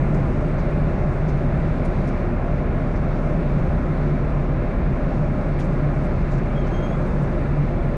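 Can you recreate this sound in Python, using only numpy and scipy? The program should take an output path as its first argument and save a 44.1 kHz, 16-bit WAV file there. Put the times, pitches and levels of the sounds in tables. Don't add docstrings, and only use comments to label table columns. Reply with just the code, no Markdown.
import sys
import numpy as np
from scipy import signal
from scipy.fft import rfft, irfft, next_fast_len
from scipy.io import wavfile
from scipy.ndimage import uniform_filter1d, minimum_filter1d

SR = 44100
rng = np.random.default_rng(int(sys.argv[2]) if len(sys.argv) > 2 else 0)


def generate_wav(sig):
    pcm = np.round(np.clip(np.atleast_2d(sig).T, -1, 1) * 32767).astype(np.int16)
    wavfile.write(sys.argv[1], SR, pcm)


def voltage_ratio(decibels):
    exponent = np.asarray(decibels, float) / 20
    return 10 ** exponent


N = 351458
TIME = np.arange(N) / SR
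HZ = np.fft.rfftfreq(next_fast_len(N), 1 / SR)

# frequency in Hz, density in dB per Hz.
RUSH_SPECTRUM = [(4, -60), (12, -54), (24, -50.5), (38, -51), (55, -46), (80, -46.5), (115, -46),
                 (220, -50.5), (420, -57), (800, -63), (1500, -70), (2400, -78.5), (2700, -83), (2850, -87),
                 (3300, -97)]
# centre in Hz, width in Hz, height in dB (negative = dip).
PANEL_MODES = [(16, 4, 6), (44, 9, 9), (63, 15, 3.5), (108, 30, -3), (135, 16, 1), (158, 13.2, 4),
               (185.8, 25, 3.5), (247, 17, 2.5), (321.5, 31, -3), (350.3, 40, 4.5), (455, 45, -4.5),
               (599, 78, 7), (530, 60, 1.5), (690, 76, 3), (724, 36, -4.5), (918, 150, -4), (1065, 90, 0.5),
               (1150, 43, -5), (1194, 16, 0), (1366, 85, 1.5), (1566, 42, -7.5), (1657, 99, 1),
               (1850, 110, -1), (2125, 90, 4), (2315, 120, 3.5)]
# centre in seconds, level in dB, length in seconds, pitch in Hz.
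VORTEX_LOCKS = [(0.028, -21, 0.068, 138.7), (0.128, -19, 0.036, 153), (0.221, -20, 0.066, 138),
                (0.674, -23, 0.033, 143), (0.824, -21, 0.099, 153.1), (1.016, -23, 0.03, 139),
                (1.261, -25, 0.029, 152), (1.357, -25, 0.14, 139.7), (1.476, -21.5, 0.036, 136),
                (1.564, -18.5, 0.034, 144), (1.693, -23.5, 0.043, 146.6), (1.873, -22, 0.027, 155),
                (2.073, -21, 0.032, 138), (2.211, -24.5, 0.039, 140.2), (2.504, -23, 0.061, 140.3),
                (2.682, -23.5, 0.029, 153), (2.852, -23, 0.021, 138), (3.011, -26, 0.041, 149),
                (3.403, -22, 0.037, 162), (3.487, -20.5, 0.043, 143), (3.567, -18.5, 0.04, 147.6),
                (3.634, -19.5, 0.033, 148), (3.723, -21, 0.038, 147), (3.896, -20.5, 0.042, 154),
                (4.109, -19, 0.059, 146.5), (4.205, -22.5, 0.032, 137), (4.393, -22.5, 0.043, 142),
                (4.511, -19.5, 0.033, 144), (4.917, -25, 0.037, 138), (5.065, -22.7, 0.037, 147.6),
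                (5.222, -21, 0.049, 150.6), (5.297, -20.5, 0.032, 144), (5.507, -22.5, 0.087, 149),
                (5.585, -23, 0.032, 140.1), (5.693, -25, 0.021, 156), (5.788, -22.5, 0.11, 140),
                (5.885, -21.5, 0.067, 148), (5.945, -25, 0.074, 139), (6.16, -21.5, 0.039, 139),
                (6.351, -20, 0.028, 143), (6.584, -21, 0.05, 142), (6.76, -25, 0.034, 153.3),
                (7.058, -24, 0.067, 139.4), (7.215, -19, 0.05, 141.8), (7.503, -18.5, 0.026, 144),
                (7.605, -18.5, 0.075, 145.3), (7.687, -22, 0.039, 142), (7.863, -24, 0.018, 139.7)]
# multiple of the turning rate, level in dB.
SHAFT_HARMONICS = [
    (1, 0),
    (2, -13),
]
# start in seconds, level in dB, length in seconds, centre in Hz, width in Hz.
SCRAPES = [(.138, -57, .03, 6200, 5200), (.58, -55.5, .036, 5200, 3000), (.70, -65, .02, 6000, 3500),
           (1.278, -55, .032, 5000, 4200), (1.845, -57, .026, 5600, 4400), (1.845, -62, .024, 9300, 2200),
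           (2.07, -54.5, .03, 5700, 2000), (2.07, -62, .026, 9000, 2600), (2.953, -58.5, .027, 5200, 2800),
           (5.585, -59.5, .028, 9600, 4500), (5.59, -54, .052, 5600, 2800), (5.584, -47.5, .04, 2700, 1800),
           (5.63, -62, .04, 7500, 6000), (5.72, -68, .03, 8000, 6000), (6.03, -66, .04, 7500, 4500),
           (6.302, -59.5, .08, 5900, 3000), (6.38, -59, .016, 6300, 3600), (6.659, -60.5, .045, 5700, 2200),
           (6.64, -63, .05, 4000, 1400), (7.06, -67, .03, 8500, 3500), (7.215, -65, .04, 7800, 4600)]
# time in seconds, pitch in Hz.
SQUEAK_PITCH = [(6.55, 3275), (6.6, 3230), (6.63, 3215), (6.65, 3010), (6.69, 3080), (6.72, 3210),
                (6.87, 3228), (6.912, 3270), (6.925, 3345), (6.96, 3375)]
# start in seconds, length in seconds, tone in dB, octave in dB.
BEARING_GRIPS = [(6.556, .016, -51.5, -74), (6.576, .016, -47, -72), (6.592, .02, -66, -64),
                 (6.608, .019, -51, -78), (6.632, .034, -58.5, -78), (6.676, .018, -58.5, -72),
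                 (6.712, .026, -60, -65), (6.738, .022, -49.5, -58.5), (6.762, .031, -52, -61),
                 (6.793, .035, -56, -74), (6.828, .044, -49.5, -60), (6.88, .02, -54.5, -63.5),
                 (6.9, .017, -60, -59), (6.919, .021, -51.5, -65), (6.94, .024, -59, -72)]
# frequency in Hz, density in dB per Hz.
VENT_SPECTRUM = [(2900, -97.5), (3500, -90), (4500, -95.5), (5000, -98), (6600, -101.4), (7100, -105.0),
                 (7800, -106.0), (8600, -105.0), (10000, -109.9), (10600, -113.4), (11200, -119.4),
                 (13000, -129.4)]
# time in seconds, level in dB about its mean.
FLOW_LEVEL = [(0, 2.5), (.5, 0.3), (1.6, 0.5), (2.05, 2.5), (2.35, -3.5), (3.3, 1), (4.8, -2), (5.6, 1),
              (7.2, 1.5), (7.7, -0.6), (7.97, 0.5)]
# frequency in Hz, threshold in dB over the usual
GATE_THRESHOLD = [(6600, -9), (7400, -1.5), (8400, -4.5), (9200, -.8), (10200, .1), (10700, 1.5),
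                  (11100, 4.2), (12500, 6.5)]


def unit(x):
    return x / np.sqrt(np.mean(x ** 2))


def curve(table):
    seconds, values = np.transpose(table)
    return np.interp(TIME, seconds, values)


def walk(rate):
    hold = int(SR / rate)
    steps = np.repeat(rng.standard_normal(N // 500), hold)[:N]
    x = uniform_filter1d(uniform_filter1d(steps, hold), hold)
    return unit(x - x.mean())


def colour(points):
    f, db = np.transpose(points)
    return voltage_ratio(np.interp(np.log(HZ + 1), np.log(f + 1), db, left=-np.inf, right=-np.inf))


def shaped(x, gain):
    size = next_fast_len(N)
    return irfft(rfft(x, size) * gain, size)[:N]


def share(x, lo_hz, hi_hz):
    return np.std(shaped(x, (HZ > lo_hz) & (HZ < hi_hz)))


def turbulence(gain, bands, flicker_db, rate):
    noise = rng.standard_normal(N)
    place = 2 * np.log2(HZ + 1)
    out = np.zeros(N)
    for band in bands:
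        window = np.clip(1 - np.abs(place - band), 0, 1)
        out += voltage_ratio(flicker_db * walk(rate)) * shaped(noise, gain * window)
    return out


def wall(rush_db):
    modes_db = sum(db / (1 + (2 * (HZ - f) / width) ** 2) ** 2 for f, width, db in PANEL_MODES)
    rush = turbulence(colour(RUSH_SPECTRUM) * voltage_ratio(modes_db), range(7, 25), flicker_db=0.5, rate=4)
    return voltage_ratio(rush_db) * rush / share(rush, 200, 2800)


def drone():
    lock_gain_db, lock_stretch, takes_over_db = -1.2, 1.3, -26
    loose_db, loose_hz, loose_width_hz = -30, 143, 22
    beads = np.zeros(N, complex)
    for s, db, length, hz in VORTEX_LOCKS:
        t = TIME - s
        swell = np.exp(-(2 * t / (lock_stretch * length)) ** 2 / 2)
        phase = 2 * np.pi * (hz * t + rng.random())
        beads += voltage_ratio(db + lock_gain_db) * swell * np.exp(1j * phase)
    resonance = 1 / (1 + (2 * (HZ - loose_hz) / loose_width_hz) ** 2)
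    loose = unit(shaped(rng.standard_normal(N), resonance))
    free = 1 / (1 + (np.abs(beads) / voltage_ratio(takes_over_db)) ** 2)
    return np.sqrt(2) * beads.imag + voltage_ratio(loose_db) * free * loose


def shaft():
    shaft_hz, sag_hz_per_s, level_db = 32.62, .013, -24.5
    turn = 2 * np.pi * np.cumsum(shaft_hz - sag_hz_per_s * TIME) / SR
    hum = sum(voltage_ratio(db) * np.sin(k * turn) for k, db in SHAFT_HARMONICS)
    return np.sqrt(2) * voltage_ratio(level_db) * hum


def rustles():
    top_hz = 11900
    t = np.arange(8192) / SR
    f = np.fft.rfftfreq(len(t), 1 / SR)
    out = np.zeros(N)
    for s, db, length, hz, width in SCRAPES:
        rise = np.clip(t / (.2 * length), 0, 1)
        tail = np.exp(-np.clip(t - .6 * length, 0, None) / (.35 * length))
        grain = voltage_ratio(3 * unit(uniform_filter1d(rng.standard_normal(len(t)), size=40)))
        noise = rng.standard_normal(len(t)) * grain
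        band = np.exp(-(2 * (f - hz) / width) ** 2 / 2 - (f / top_hz) ** 10)
        scrape = unit(irfft(rfft(noise) * band, len(t)))
        i = int(s * SR)
        out[i:i + len(t)] += voltage_ratio(db) * rise * tail * scrape
    return out


def squeak():
    edge_s = .009
    turn = 2 * np.pi * np.cumsum(curve(SQUEAK_PITCH) * (1 + .0015 * walk(70))) / SR
    out = np.zeros(N)
    for s, length, db, octave_db in BEARING_GRIPS:
        inside = np.minimum(TIME - s, s + length - TIME)
        grip = np.clip(inside / edge_s + .5, 0, 1)
        out += grip * (voltage_ratio(db) * np.sin(turn) + voltage_ratio(octave_db) * np.sin(2 * turn))
    return np.sqrt(2) * voltage_ratio(1.1 * walk(80)) * out


def vents(vent_db):
    hiss = turbulence(colour(VENT_SPECTRUM), range(22, 29), flicker_db=1.0, rate=11)
    hiss = hiss / share(hiss, 7000, 10500)
    top = shaped(hiss, 1 / (1 + (5600 / (HZ + 1)) ** 6) / (1 + (HZ / 9800) ** 8))
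    steady_db = np.median(vent_db)
    rest_db = steady_db + 0.32 * (vent_db - steady_db)
    return voltage_ratio(rest_db) * (hiss - top) + voltage_ratio(vent_db) * top


def scene():
    flow_db = curve(FLOW_LEVEL)
    rush_db = -27 - 0.09 * TIME + .15 * flow_db
    air = voltage_ratio(0.54) * wall(rush_db) + drone() + vents(-71 + flow_db)
    return (air + shaft() + rustles() + squeak())[None]


def gate(x):
    bins_per_band, adapts, rides_up_to, jitter_db = 4, .9, 2.4, 1.2
    frames = dict(window="cosine", nperseg=2048, noverlap=1024)
    cells = signal.stft(x, **frames)[2]
    band = np.arange(cells.shape[1]) // bins_per_band
    starts = np.arange(0, len(band), bins_per_band)
    power = np.add.reduceat(np.abs(cells) ** 2, starts, axis=1)[:, band]
    power = power / np.median(power, axis=2, keepdims=True)
    nearby = uniform_filter1d(uniform_filter1d(power, size=90, axis=1), size=3, axis=2)
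    f, db = np.transpose(GATE_THRESHOLD)
    floor = voltage_ratio(2 * np.interp(band * bins_per_band * SR / 2048, f, db, left=-99))[:, None]
    floor = floor * voltage_ratio(2 * jitter_db * rng.standard_normal(cells.shape[2]))
    heard = power > floor * np.clip(nearby, 0, rides_up_to) ** adapts
    return signal.istft(cells * heard, **frames)[1][:, :N]


def roll_off(x):
    return signal.sosfilt(signal.butter(12, 12500, fs=SR, output="sos"), x)


def record(dry):
    held = -minimum_filter1d(-np.abs(dry), size=300, axis=1)
    envelope = uniform_filter1d(uniform_filter1d(held, size=300, axis=1), size=150, axis=1)
    gain = (1 + (envelope / 0.29) ** 4) ** (-.55 / 4)
    return roll_off(gate(gain * dry))


dry = scene()
out = record(dry)
generate_wav(out)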